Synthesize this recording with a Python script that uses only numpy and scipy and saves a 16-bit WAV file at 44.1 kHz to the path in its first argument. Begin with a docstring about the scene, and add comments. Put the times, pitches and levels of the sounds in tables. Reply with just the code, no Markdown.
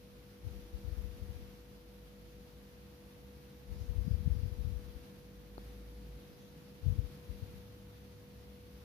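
"""Soft low bumps buffet the left microphone port in spells, each push ringing its resonant bass cut.
In a quiet kitchen two hands ease a small metal mould open, and one dull tick rings in damped modes.
Narrow bands of noise make faint, brief high swishes. A refrigerator hums at harmonics of its rotor
and the mains, and far traffic drones through the walls. The recorder's noise suppressor raises
its gain with the louder spells, so the hiss rises with them."""
import sys
import numpy as np
from scipy import signal
from scipy.fft import rfft, irfft
from scipy.io import wavfile
from scipy.ndimage import uniform_filter1d, minimum_filter1d

SR = 44100
rng = np.random.default_rng(int(sys.argv[2]) if len(sys.argv) > 2 else 0)


def int16_out(signal):
    """Quantize to a 16-bit WAV file."""
    q = np.round(np.clip(np.atleast_2d(signal).T, -1, 1) * 32767)
    wavfile.write(sys.argv[1], SR, q.astype(np.int16))


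N = 389844
T = np.arange(N) / SR

# Room murmur. Each row: frequency in Hz, relative spectral density in dB.
ROOM_SPECTRUM = [(20, -43), (40, -17.5), (59, 1.5), (82, -9), (150, -7.5), (185, -12), (240, -13),
                 (305, -13.5), (370, -19), (600, -23), (1000, -34.5), (2500, -48)]
# Likeness of the room sound at the two ports. Each row: frequency in Hz, correlation from 0 to 1.
ROOM_COHERENCE = [(60, 0.72), (300, 0.87), (700, 0.75), (1500, 0)]
# Microphone hiss. Each row: frequency in Hz, relative spectral density in dB.
HISS_SPECTRUM = [(100, -9.5), (800, 4), (2000, 1.5), (4200, -0.5), (6200, -5), (7500, -13), (8600, -13),
                 (10500, -5.5), (12500, -4.5), (15000, -7.5)]
# Faint electronic whistles. Each row: frequency in Hz, left level in dB, right level in dB.
WHISTLES = [(2589, -93, -93), (4640, -100, -92), (5797, -100, -87), (9275, -105, -94), (10438, -105, -93),
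            (13915, -94, -91), (14755, -88, -100)]
# Compressor tones. Each row: multiple of the rotor speed, level in dB, right-port lag in radians.
ROTOR_HARMONICS = [(3, -77.5, -1.5), (4, -64.5, -0.021), (5, -70.5, -0.87), (8, -77.5, 1.45),
                   (9, -75, -1.9), (10, -61.5, 0.18), (11, -77.5, -2.1), (12, -87, 2.2), (13, -83, 1.44),
                   (14, -82.5, 3), (15, -82.5, 1.75), (19, -85, 1.5)]
# Magnetic hum. Each row: multiple of the mains frequency, level in dB, right-port lag in radians.
MAINS_HARMONICS = [(2, -69, 0.02), (3, -76.5, 0.014), (4, -65, 0.037)]
# Course of a thin tone. Each row: time in seconds, frequency in Hz, level in dB.
TONE_COURSE = [(0, 331, -77), (.55, 326.9, -67), (1.6, 329.4, -70.5), (2.9, 330.7, -71), (4, 329.4, -71),
               (8.84, 330.5, -80.5)]
# Pulls of far engines. Each row: start and end in seconds, starting and settled rate in Hz,
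# starting and final level in dB.
ENGINE_PULLS = [(0, 2.4, 54.4, 54.26, -63.5, -57.5), (2.6, 3.9, 64, 65.8, -61, -59),
                (5.55, 6.17, 53.3, 55.36, -51.5, -49), (6.6, 10.2, 69.8, 68.7, -66.5, -53),
                (7.68, 9.7, 103.9, 104.6, -57, -74)]
# Traffic drone. Each row: frequency in Hz, relative spectral density in dB.
TRAFFIC_SPECTRUM = [(60, -32), (115, -11.5), (140, 3.5), (160, 4), (195, -11), (240, -9.5), (300, -4.5),
                    (360, -15.5), (700, -28), (1400, -58)]
# Its one swell. In order: time of the top in seconds, level there in dB, rise and fall in dB per second.
TRAFFIC_SWELL = (7, -59, 2, 6.5)
# Prominent pushes at the left port. Each row: centre in seconds, level in dB, pitch in Hz.
BUMPS = [(0.452, -37.5, 86), (0.471, -31.5, 90), (0.5127, -40, 80), (0.562, -42.5, 58), (0.625, -47, 58),
         (0.7447, -34, 64), (0.8515, -37, 85), (0.8845, -33, 85), (0.9252, -33.5, 68.4), (0.983, -35, 56),
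         (1.043, -35.5, 76), (1.091, -40.5, 62), (1.224, -35, 88.6), (1.248, -42, 85), (1.298, -33, 73),
         (1.356, -40, 68), (3.7317, -34, 82), (3.786, -38.5, 85), (3.8155, -31, 87.5), (3.8951, -29, 64),
         (3.9633, -29.5, 78), (3.9847, -25, 71.4), (4.019, -33, 69), (4.0495, -36, 100), (4.068, -31, 105),
         (4.0804, -30.5, 128.5), (4.1135, -21.5, 94), (4.1447, -26, 77), (4.2113, -37, 85),
         (4.263, -26, 83), (4.277, -23.5, 112.5), (4.306, -26, 90), (4.3209, -26, 71), (4.354, -35, 121),
         (4.367, -28.5, 89), (4.396, -31, 80.5), (4.4343, -26, 90.5), (4.4576, -29, 95), (4.479, -32.5, 80),
         (4.5248, -29.5, 85), (4.591, -34.5, 70), (4.6087, -34, 73.7), (4.6508, -30.5, 102),
         (4.6758, -28.5, 83), (4.7047, -31.5, 89), (4.7248, -32.5, 85), (4.757, -36, 62), (4.885, -41, 64),
         (4.954, -44, 62.5), (6.836, -37.5, 65.7), (6.8676, -23.5, 101.4), (6.8818, -23.5, 87),
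         (6.9013, -25, 88), (6.924, -26.5, 98), (6.9907, -22, 91), (7.0442, -35, 66), (7.3013, -33, 81),
         (7.344, -48, 62), (7.428, -33.5, 95.6), (7.438, -44, 80)]
# Spells of buffeting. Each row: start and end in seconds, level at the middle in dB,
# drop toward the ends in dB (negative for a rise), lowest pitch in Hz.
BUFFET_SPELLS = [(0.452, 0.58, -53, 2, 55), (0.851, 1.46, -53, -2, 54), (3.699, 3.93, -49, -6.5, 60),
                 (3.962, 4.38, -42.5, 7, 72), (4.421, 4.782, -46.5, 4, 63.6), (4.838, 4.982, -59, -7, 55),
                 (6.85, 6.96, -43, -1, 85), (7.3, 7.56, -60, -9, 66)]
# Faint, brief high swishes. Each row: start and end in seconds, level in dB, band centre in Hz.
HIGH_SWISHES = [(3.75, 3.82, -74, 4970), (3.8, 3.89, -79, 6400), (4.05, 4.14, -73, 4950),
                (4.33, 4.45, -75, 4980), (6.33, 6.37, -74, 5000), (6.4, 6.5, -77, 6100),
                (6.4, 6.48, -73, 3400), (6.65, 6.72, -75, 4950), (7.15, 7.5, -82, 3900)]
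# The dull tick. In order: start in seconds, level in dB.
TICK = (5.5802, -27.5)
# Its modes. Each row: frequency in Hz, relative level in dB, time to decay by 60 dB in seconds.
TICK_MODES = [(357, -3, 0.0075), (714, -2, 0.0053), (1300, -14, 0.008), (4330, -11, 0.007)]


def amp(db):
    """Amplitude grows tenfold for every 20 dB."""
    return 10 ** (np.asarray(db) / 20)


def unit_rms(x):
    """Dividing by the root mean square gives a signal unit power."""
    return x / np.sqrt(np.mean(x ** 2) + 1e-20)


def at_frequency(table, hz):
    """A spectrum is interpolated on a logarithmic frequency axis."""
    table_hz, values = np.transpose(table)
    return np.interp(np.log(hz + 1), np.log(table_hz), values)


def drift(hz):
    """Low-passed noise of unit power fluctuates at rates up to about hz."""
    bin_hz = np.fft.rfftfreq(N, 1 / SR)
    return unit_rms(irfft(rfft(rng.standard_normal(N)) / (1 + (bin_hz / hz) ** 4), N))


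def running_phase(hz):
    """Phase is the integral of frequency, here from a random start."""
    return 2 * np.pi * (np.cumsum(hz * np.ones(N)) / SR + rng.random())


def gate(start, end, attack_s, release_s, t=T):
    """An envelope grows exponentially to 1 at start, holds, and decays after end."""
    return np.exp(np.minimum(t - start, 0) / attack_s - np.maximum(t - end, 0) / release_s)


def progress(start, end, t=T):
    """A linear ramp runs from 0 at start to 1 at end."""
    return np.clip((t - start) / (end - start), 0, 1)


def noise_pair(spectrum, coherence=None):
    """Coloured noise at two ports is coherent to the extent that they share a component."""
    hz = np.fft.rfftfreq(N, 1 / SR)
    left, independent = rfft(rng.standard_normal((2, N)))
    shared = np.clip(at_frequency(coherence, hz), -1, 1) if coherence else 0
    right = shared * left + np.sqrt(1 - shared ** 2) * independent
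    return unit_rms(irfft(np.array([left, right]) * amp(at_frequency(spectrum, hz)), N))


def noise_floor(room_db=-58, hiss_db=-63, flicker_db=0.51, patchy_db=0.5):
    """Room murmur is partly coherent between the ports; each adds its own hiss and faint whistles."""
    whistles = sum(amp([[left_db], [right_db]]) * np.sqrt(2) * np.sin(running_phase(hz))
                   for hz, left_db, right_db in WHISTLES)
    # the hiss wavers in small patches of frequency and time
    spectrogram = signal.stft(noise_pair(HISS_SPECTRUM), nperseg=1024)[2]
    patches = uniform_filter1d(rng.standard_normal(spectrogram.shape[1:]), size=24, axis=0)
    patches = unit_rms(uniform_filter1d(patches, size=10, axis=1))
    hiss = signal.istft(spectrogram * amp(patchy_db * patches), nperseg=1024)[1][:, :N]
    murmur = amp(room_db) * noise_pair(ROOM_SPECTRUM, ROOM_COHERENCE)
    return murmur + amp(hiss_db + flicker_db * drift(32)) * hiss + whistles


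def fridge(rotor_hz=48.9, mains_hz=50, waver=0.00026, flutter_db=0.5, left_db=1.6, mono_below_hz=300):
    """Beating: the rotor slips behind the mains, so their fourth harmonics beat about 4 times a second."""
    out = np.zeros((2, N))
    for base_hz, harmonics in ((rotor_hz, ROTOR_HARMONICS), (mains_hz, MAINS_HARMONICS)):
        phase = running_phase(base_hz * (1 + waver * drift(0.52)))
        for multiple, db, lag in harmonics:
            # long waves reach both ports alike; shorter ones are louder on the left
            lean_db = left_db * (multiple * base_hz > mono_below_hz)
            port_gains = amp([[db + lean_db], [db - lean_db]])
            out += port_gains * np.sqrt(2) * np.cos(multiple * phase - np.array([[0], [lag]]))
    return out * amp(flutter_db * drift(13))


def fading_tone(waver_hz=1.07):
    """Slow frequency modulation makes a thin tone waver as it rises from the hum and fades."""
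    times, *columns = np.transpose(TONE_COURSE)
    hz, db = (np.interp(T, times, column) for column in columns)
    return amp(db) * np.sqrt(2) * np.sin(running_phase(hz + waver_hz * drift(3.7)))


def far_engines(settle_s=0.31, waver=0.0065, octave_db=-17):
    """Walls transmit only an engine's lowest harmonics; each pull relaxes toward a steady rate."""
    out = np.zeros(N)
    for start, end, from_hz, to_hz, from_db, to_db in ENGINE_PULLS:
        hz = to_hz + (from_hz - to_hz) * np.exp(-np.maximum(T - start, 0) / settle_s)
        phase = running_phase(hz * (1 + waver * drift(3.77)))
        level = amp(from_db + (to_db - from_db) * progress(start, end))
        level *= gate(start, end, attack_s=0.26, release_s=0.024)
        out += level * (np.sin(phase) + amp(octave_db) * np.sin(2 * phase))
    return np.sqrt(2) * out


def traffic():
    """Walls act as a low-pass filter, leaving of far traffic a dull drone that swells once."""
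    top_s, top_db, rise, fall = TRAFFIC_SWELL
    level = amp(top_db - np.maximum(rise * (top_s - T), fall * (T - top_s)))
    return level * noise_pair(TRAFFIC_SPECTRUM, ROOM_COHERENCE)


def pressure_pulse(hz, width_cycles):
    """A push is a Gaussian wave packet: one crest between two troughs, centred in 0.1 s."""
    cycles = hz * np.arange(-(SR // 20), SR // 20 + 1) / SR
    return np.cos(2 * np.pi * cycles) * np.exp(-(cycles / width_cycles) ** 2)


def swarm(low_hz, t, high_hz=165, each_size_per_s=35, tilt_db=-4.5):
    """Shot noise: pushes of six sizes arrive at random, and the quicker ones are weaker."""
    out = np.zeros(len(t))
    for smallness in np.linspace(0, 1, num=6):
        pushes = rng.choice([-1, 1], len(t)) * (rng.random(len(t)) < each_size_per_s / SR)
        pulse = pressure_pulse(low_hz * (high_hz / low_hz) ** smallness, width_cycles=0.66)
        out += amp(tilt_db * smallness) * signal.oaconvolve(pushes, pulse, "same")
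    return unit_rms(out)


def buffeting():
    """Amplitude modulation shapes the swarm into spells that arch or sag at the middle."""
    out = np.zeros(N)
    for start, end, db, end_drop_db, low_hz in BUFFET_SPELLS:
        first = round(start * SR) - SR // 10
        span = slice(first, first + SR)
        t = T[span]
        level = amp(db - end_drop_db * (2 * progress(start, end, t) - 1) ** 2)
        level *= gate(start, end, attack_s=0.017, release_s=0.04, t=t)
        out[span] += level * swarm(low_hz, t)
    return out


def port_resonance(pressure, corner_hz=46, q=2.93, floor_hz=33):
    """The microphone's bass cut is an underdamped resonator: each push leaves a short low wobble."""
    omega = 2 * np.pi * corner_hz
    ringing = signal.lfilter(*signal.bilinear([1, 0, 0], [1, omega / q, omega ** 2], SR), pressure)
    return signal.sosfiltfilt(signal.butter(3, floor_hz, "high", fs=SR, output="sos"), ringing)


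def port_bumps(trim_db=-0.3, leak_db=-33, edge_db=-28.5, reference_hz=77.4, edge_db_per_octave=41):
    """Large pushes superpose on the buffeting at the left port; little leaks to the right."""
    pushes = np.zeros(N)
    edge = pressure_pulse(hz=195, width_cycles=0.91)
    for centre_s, db, hz in BUMPS:
        # a quicker push has a sharper crest, which reaches up to about 300 Hz
        sharpness = amp(edge_db + edge_db_per_octave * np.log2(hz / reference_hz))
        pulse = pressure_pulse(hz, width_cycles=0.71) + sharpness * edge
        first = round(centre_s * SR) - len(pulse) // 2
        pushes[first:first + len(pulse)] += amp(db + trim_db) * pulse
    left = port_resonance(pushes + buffeting())
    return np.array([left, amp(leak_db) * left])


def faint_swishes(half_width_hz=550):
    """Band-pass filtering of noise gives faint, brief swishes in narrow bands around 3-6 kHz."""
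    out = np.zeros((2, N))
    hz = np.fft.rfftfreq(N, 1 / SR)
    white_spectrum = rfft(rng.standard_normal((2, N)))
    for start, end, db, centre_hz in HIGH_SWISHES:
        swish = unit_rms(irfft(white_spectrum / (1 + ((hz - centre_hz) / half_width_hz) ** 2), N))
        out += amp(db) * gate(start, end, attack_s=0.013, release_s=0.02) * swish
    return out


def tick(right_db=-11, right_delay_s=0.00033, thud_top_hz=1400, thud_bottom_hz=170, ping_rise_s=0.0007):
    """A knock nearer the left port excites damped modes: the low ones thud, the high one pings."""
    start, db = TICK
    t = np.maximum(T[:SR // 20] - np.array([[0], [right_delay_s]]), 0)
    thud, ping = np.zeros((2, *t.shape))
    for hz, mode_db, t60 in TICK_MODES:
        part = thud if hz < thud_top_hz else ping
        part += amp(mode_db - 60 * t / t60) * np.sin(2 * np.pi * hz * t)
    thud = signal.sosfilt(signal.butter(4, thud_top_hz, fs=SR, output="sos"), thud)
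    thud = signal.sosfilt(signal.butter(2, thud_bottom_hz, "high", fs=SR, output="sos"), thud)
    ping *= 1 - np.exp(-t / ping_rise_s)
    knock = -amp(db) * (thud + ping) * amp([[0], [right_db]])
    return np.pad(knock, ((0, 0), (round(start * SR), N)))[:, :N]


def scene():
    """By superposition, the sources add at each of the two ports."""
    nearby = port_bumps() + faint_swishes() + tick()
    return nearby + fridge() + fading_tone() + far_engines() + traffic() + noise_floor()


def record(dry, threshold_db=-49.5, knee_db=1.2, depth_db=2.5, open_db=0.91,
           hold_s=0.11, close_s=0.2, detector_above_hz=70, band_limit_hz=15150):
    """Downward expansion: a mild suppressor opens fast on sound, holds and closes; a low-pass follows."""
    detected = signal.sosfilt(signal.butter(2, detector_above_hz, "high", fs=SR, output="sos"), dry)
    power = uniform_filter1d((detected ** 2).mean(0), size=700)
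    power_db = 10 * np.log10(abs(power) + 1e-12)
    wanted = 0.5 + 0.5 * np.tanh((power_db - threshold_db) / (2 * knee_db))
    hold = round(hold_s * SR) + 1
    held = -minimum_filter1d(-wanted, size=hold, origin=(hold - 1) // 2)  # maximum over the last hold_s
    fall = T / close_s
    released = np.maximum.accumulate(held + fall) - fall  # closes along a straight ramp
    opening = uniform_filter1d(released, size=1500)
    suppressed = dry * amp(open_db - depth_db * (1 - opening))
    low_pass = signal.firwin(1023, band_limit_hz, window=("kaiser", 9), fs=SR)
    return signal.oaconvolve(suppressed, low_pass[None], "same")


dry = scene()
out = record(dry)
int16_out(out)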